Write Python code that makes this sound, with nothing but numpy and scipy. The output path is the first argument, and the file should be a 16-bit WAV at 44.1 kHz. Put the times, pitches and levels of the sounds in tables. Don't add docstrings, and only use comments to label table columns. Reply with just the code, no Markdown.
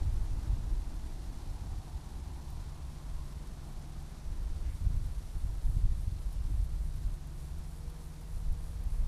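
import sys
import numpy as np
from scipy import signal
from scipy.fft import rfft, irfft, next_fast_len
from scipy.io import wavfile
from scipy.ndimage import uniform_filter1d

SR = 44100
rng = np.random.default_rng(int(sys.argv[2]) if len(sys.argv) > 2 else 0)


def persist_wave(psi):
    counts = np.round(np.clip(psi, -1, 1) * 32767).astype(np.int16)
    wavfile.write(sys.argv[1], SR, np.atleast_2d(counts).T)


N = 399987

# frequency in Hz, relative level in dB.
RASP_SPECTRUM = [(5000, -17), (7500, -2.5), (9000, 1), (10400, 2), (11800, -2), (13200, -5), (14300, -9),
                 (15500, -13)]


def wind():
    # frequency in Hz, relative level in dB.
    buffet_spectrum = [(12, -2.5), (20, -3), (28, 3), (38, -2), (50, 0), (68, -7), (90, -13.5), (115, -28),
                       (160, -39), (230, -39.5), (330, -49), (600, -53.5), (1500, -64.5)]
    flutter_spectrum = [(55, -1.5), (75, 3), (95, 9), (120, -2.5), (180, -12.5), (240, -20.5), (350, -34),
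                        (700, -46)]
    rumble, flutter = gust_strength()
    large = noise(buffet_spectrum)
    large /= running_rms(large, 3000)
    small = noise(flutter_spectrum) * running_rms(large, 600)
    small /= running_rms(small, 3000)
    return rumble * large + flutter * small


def gust_strength(breeze_rumble_db=-45, breeze_flutter_db=-58.5, fall_ratio=2.3, turbulence_db=1.8):
    # peak time in seconds, rumble in dB, flutter in dB, rise in seconds.
    gusts = [(.022, -26.5, -42, 0.01), (.08, -33, -38, 0.034), (.18, -27, -44.5, 0.031),
             (.33, -28.5, -40.5, 0.027), (.385, -34.5, -38, 0.038), (.52, -34.5, -37.5, 0.03),
             (.62, -31.5, -42, 0.025), (.74, -31, -52.5, 0.037), (.97, -37, -48, 0.14),
             (1.49, -37, -47, 0.034), (1.68, -43.5, -48, 0.067), (1.94, -33, -58, 0.012),
             (2.17, -42, -56, 0.077), (2.55, -42, -49, 0.059), (3.15, -38, -64, 0.064),
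             (3.45, -42, -60, 0.08), (3.72, -39.5, -51.5, 0.04), (4.28, -28, -48, 0.016),
             (4.45, -33.5, -60, 0.069), (4.66, -37.5, -50, 0.037), (4.86, -31.5, -38, 0.044),
             (4.96, -32.5, -37, 0.017), (5.03, -38, -56, 0.012), (5.12, -38, -50, 0.066),
             (5.36, -33.5, -44, 0.023), (5.46, -30.5, -40.5, .022), (5.58, -37, -53, .04),
             (5.69, -31, -40.5, 0.029), (5.78, -31, -40.5, 0.031), (5.87, -30, -44, 0.028),
             (6.0, -33, -43, 0.029), (6.075, -37, -40, .022), (6.17, -34, -43, 0.021),
             (6.265, -27.5, -42, 0.0096), (6.40, -35.5, -48, 0.071), (6.525, -28, -37, 0.015),
             (6.6, -29.5, -46, 0.024), (6.74, -31.5, -65, 0.04), (6.86, -35.5, -47, .03),
             (6.96, -33, -38.5, 0.021), (7.06, -31.5, -60, 0.029), (7.42, -43, -63, 0.097),
             (7.6, -38, -53, 0.025), (7.88, -35, -56, 0.01), (8.35, -34.5, -54, 0.027),
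             (8.47, -32.5, -45, .04), (8.72, -37, -54, 0.11), (8.92, -33.5, -51, 0.054),
             (9.021, -27.5, -43, .035)]
    t = seconds()
    power = from_db([[breeze_rumble_db], [breeze_flutter_db]]) ** 2 * np.ones(N)
    for peak, rumble_db, flutter_db, rise in gusts:
        at = np.flatnonzero(abs(t - peak) < 10 * rise)
        since = t[at] - peak
        width = np.where(since < 0, rise, rise * fall_ratio)
        power[:, at] += from_db([[rumble_db], [flutter_db]]) ** 2 * np.exp(-(since / width) ** 2)
    return np.sqrt(power) * from_db(turbulence_db * drift(8))


def thumps():
    # middle in seconds, peak level in dB, length in seconds.
    hard_eddies = [(.079, -20.5, 0.018), (.508, -21, 0.028), (4.968, -26, 0.037), (5.184, -25, 0.027),
                   (5.663, -20.5, 0.039), (5.771, -23, 0.012), (5.842, -20.5, .025), (5.895, -18, 0.027),
                   (6.471, -27, 0.031), (6.629, -29, 0.018), (8.507, -22.5, 0.052)]
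    out, t = np.zeros(N), seconds()
    for middle, db, length in hard_eddies:
        at = np.flatnonzero(abs(t - middle) < length * 2)
        offset_squared = (np.pi * (t[at] - middle) / length) ** 2
        out[at] += from_db(db) * (2 * offset_squared - 1) * np.exp(-offset_squared)
    return out


def engines(fade_db=0.14, wander_hz=0.16):
    # time in seconds, pitch in Hz, RMS level of the fundamental
    # in dB, third harmonic in dB against the fundamental.
    high_course = [(0, 155, -68, -34), (1.4, 153.5, -67.5, -33), (2.45, 153.6, -56.5, -27),
                   (3.5, 156.5, -58.5, -20), (5, 157.4, -57.5, -19.5), (6.2, 157.6, -57.5, -18.5),
                   (6.5, 157.8, -54.5, -18), (7.2, 159.8, -57.5, -23), (7.65, 159, -55, -26),
                   (7.95, 158.5, -54, -17), (9.07, 158.6, -54.5, -17)]
    # time in seconds, pitch in Hz, RMS level of the fundamental in dB.
    low_course = [(0, 138.3, -67), (1.4, 138.7, -57.5), (2.1, 138, -59), (2.6, 137.5, -54.5),
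                  (3.8, 138.3, -54), (5.2, 139.9, -60.5), (6.4, 138.6, -57.5), (7.3, 140, -51.5),
                  (8.2, 138.9, -57), (9.07, 136.5, -71)]
    # multiple of the pitch, level in dB against the fundamental.
    high_orders = [(1.5, -19), (2, -18.5), (2.5, -27.5)]
    low_orders = [(.5, 3), (2, -27), (2.5, -20)]
    hz, db, third_db = in_time(high_course)
    high = drone(hz + wander_hz * drift(3.35), high_orders + [(3, third_db)])
    high *= from_db(db + fade_db * drift(4.9))
    hz, db = in_time(low_course)
    low = drone(hz + wander_hz * drift(4.1), low_orders)
    low *= from_db(db + fade_db * drift(8.3))
    return np.sqrt(2) * (high + low)


def drone(pitch_hz, orders, waver_db=2.5):
    phase = 2 * np.pi * np.cumsum(pitch_hz) / SR
    partials = sum(from_db(db + waver_db * drift(4.0)) * np.sin(order * phase) for order, db in orders)
    return np.sin(phase) + partials


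def far_roar(low_trim_db=4.0, rush_trim_db=0.76, waver_db=0.62):
    # time in seconds, low rumble and rush in dB before their trims.
    levels = [(0, -58, -60), (2.1, -59, -63.5), (2.9, -61.5, -62.5), (4.3, -60, -62.5), (6, -63.5, -64),
              (7.6, -63, -63.5), (9.07, -65.5, -62.5)]
    # frequency in Hz, relative level in dB.
    low_spectrum = [(50, -8), (110, 3.5), (180, 5), (215, 3.5), (260, 0), (290, 0), (330, -1), (385, -5.5),
                    (480, -11), (800, -57)]
    rush_spectrum = [(300, -5.5), (480, -3.5), (620, 0), (780, -0.5), (980, -1.5), (1300, -7), (1900, -12),
                     (3000, -16.5), (6000, -45)]
    # middle in seconds, length in seconds,
    # centre in Hz, glide in Hz per second, width in Hz, level in dB.
    whines = [(0.144, 2.1, 850, -29.5, 170, -65.5), (0.747, 2.2, 305, -15, 70, -61.5),
              (1.8, 2.7, 803, 1.5, 200, -63.5), (2.2, 0.88, 333.7, 20, 70, -65.5),
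              (2.299, 3.7, 976, 24.5, 149, -67.5), (2.902, 2.3, 1120, 23.5, 130, -73),
              (3.818, 0.7, 756, -1, 190, -64.5)]
    low_db, rush_db = in_time(levels)
    out = from_db(low_db + low_trim_db) * noise(low_spectrum)
    out += from_db(rush_db + rush_trim_db) * noise(rush_spectrum)
    for middle, length, hz, glide, width_hz, db in whines:
        at, arch = swell(middle, length)
        centre_hz = hz + glide * (seconds() - middle)
        out[at] += from_db(db) * arch * band(centre_hz, width_hz)[at]
    return out * from_db(waver_db * drift(26.0))


def grass(start_db=-62, ease_db_per_s=0.27, flicker_db=1.0):
    # frequency in Hz, relative level in dB.
    hiss_spectrum = [(1200, 1), (2200, -1.5), (2950, -2.5), (3500, 1), (4300, 2), (5000, 0), (5700, 0.7),
                     (6600, -1.5), (8500, -3), (10300, -5), (11500, -6.5), (12800, -12), (14200, -15),
                     (15500, -27)]
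    db = start_db - ease_db_per_s * seconds()
    return from_db(db + flicker_db * drift(72)) * noise(hiss_spectrum)


def grasshopper(trim_db=3.0, chirp_s=0.23, stroke_depth=0.6, unevenness=0.025):
    out = np.zeros(N)
    pace = 1 + unevenness * drift(12)
    for middle, db, strokes_per_s in chirps():
        at, arch = swell(middle, chirp_s)
        phase = 2 * np.pi * strokes_per_s * np.cumsum(pace[at]) / SR
        strokes = (1 + stroke_depth * np.sin(phase)) / np.sqrt(1 + stroke_depth ** 2 / 2)
        out[at] += from_db(db + trim_db) * arch * strokes
    return out * noise(RASP_SPECTRUM)


def chirps(usual_gap_s=0.3, spread_db=0.7, stroke_spread=0.064):
    # first and last chirp in seconds, level in dB before the trim,
    # strokes per second.
    runs = [(4.776, 5.716, -70.5, 150), (6.018, 7.109, -75.5, 85), (7.425, 8.965, -69.5, 100)]
    for first, last, db, strokes_per_s in runs:
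        count = 1 + round((last - first) / usual_gap_s)
        for middle in np.linspace(first, last, count):
            yield middle, db + rng.normal(0, spread_db), strokes_per_s * (1 + rng.normal(0, stroke_spread))


def ticking_insect(flick_s=0.014):
    # frequency in Hz, relative level in dB.
    flick_spectrum = [(6000, -15), (9000, 4), (11000, 4), (12800, 5), (14300, -7), (15500, -10)]
    out = np.zeros(N)
    for middle, db in ticks():
        at, arch = swell(middle, flick_s)
        out[at] += from_db(db) * arch
    return out * noise(flick_spectrum)


def ticks(first_s=3.1568, gap_s=0.3191, haste_s=0.0004, first_db=-69, growth_db_per_s=1.4,
          faint_per_s=1.0, faint_db=-70):
    # time in seconds, level in dB.
    strays = [(.142, -64), (2.505, -62), (2.53, -66), (3.332, -68), (8.807, -70)]
    when = first_s
    while when < N / SR:
        yield when, first_db + growth_db_per_s * (when - first_s)
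        when += gap_s
        gap_s -= haste_s
    yield from strays
    for when in seconds()[rng.random(N) < faint_per_s / SR]:
        yield when, faint_db


def far_grasshoppers(throb_db=2.0):
    # time in seconds, level in dB.
    levels = [(0, -74), (2, -73.5), (4.3, -76), (4.7, -71.5), (6.8, -70), (7.4, -73.5), (9.07, -73)]
    db, = in_time(levels)
    return from_db(db + throb_db * drift(11)) * noise(RASP_SPECTRUM)


def narrow_swells():
    # middle in seconds, length in seconds, centre in Hz, width in Hz, level in dB.
    narrow_bands = [(4.655, 0.044, 261.6, 140, -54), (4.69, 0.16, 2090, 900, -66.5),
                    (6.506, 0.052, 230, 120, -53)]
    out = np.zeros(N)
    for middle, length, hz, width_hz, db in narrow_bands:
        at, arch = swell(middle, length)
        out[at] += from_db(db) * arch * band(hz, width_hz)[at]
    return out


def knock(start_s=6.3196, level_db=-44, contact_s=0.00064):
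    # frequency in Hz, relative level in dB, seconds to die away by 60 dB.
    modes = [(460, -3, .012), (740, -1, .01), (1150, -9, .007)]
    since = np.maximum(seconds() - start_s, 0)
    ring = np.zeros(N)
    for hz, db, t60 in modes:
        ring += from_db(level_db + db - 60 * since / t60) * np.sin(2 * np.pi * hz * since)
    attack = 1 - np.exp(-(since / contact_s) ** 2)
    return ring * attack


def from_db(db):
    return 10 ** (np.asarray(db) / 20)


def unit_power(x):
    return x / np.sqrt(np.mean(x ** 2) + 1e-20)


def running_rms(x, samples):
    return np.sqrt(uniform_filter1d(x ** 2, size=samples))


def seconds():
    return np.arange(N) / SR


def in_time(rows):
    times, *columns = np.transpose(rows)
    return [np.interp(seconds(), times, column) for column in columns]


def noise(spectrum):
    size = next_fast_len(N)
    hz = np.maximum(np.arange(size // 2 + 1) * SR / size, 1)
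    points_hz, db = np.transpose(spectrum)
    skirts = np.minimum(1, np.minimum(hz / points_hz[0], points_hz[-1] / hz)) ** 4
    gain = skirts * from_db(np.interp(np.log(hz), np.log(points_hz), db))
    return unit_power(irfft(rfft(rng.standard_normal(size)) * gain, size)[:N])


def drift(rate_hz):
    hop, settle = 40, 2000
    pole = np.exp(-2 * np.pi * rate_hz * hop / SR)
    white = rng.standard_normal(N // hop + settle + 2)
    slow = signal.lfilter([1], [1, -2 * pole, pole * pole], white)[settle:]
    return np.interp(np.arange(N) / hop, np.arange(len(slow)), unit_power(slow))


def band(centre_hz, width_hz):
    lowpass = signal.butter(2, width_hz / 2, fs=SR, output="sos")
    slow = signal.sosfilt(lowpass, rng.standard_normal((2, N)))
    phase = 2 * np.pi * np.cumsum(centre_hz * np.ones(N)) / SR
    return unit_power(slow[0] * np.cos(phase) + slow[1] * np.sin(phase))


def swell(middle, length):
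    at = np.arange(max(0, int((middle - length / 2) * SR)), min(N, int((middle + length / 2) * SR)))
    return at, np.cos(np.pi * (at / SR - middle) / length)


def scene():
    insects = grasshopper() + far_grasshoppers() + ticking_insect()
    return (wind() + thumps() + far_roar() + engines() + grass() + insects + narrow_swells() + knock())[None]


def record(dry):
    cutoff_hz = 15250
    return signal.sosfilt(signal.ellip(12, .1, 80, cutoff_hz, fs=SR, output="sos"), dry)


dry = scene()
out = record(dry)
persist_wave(out)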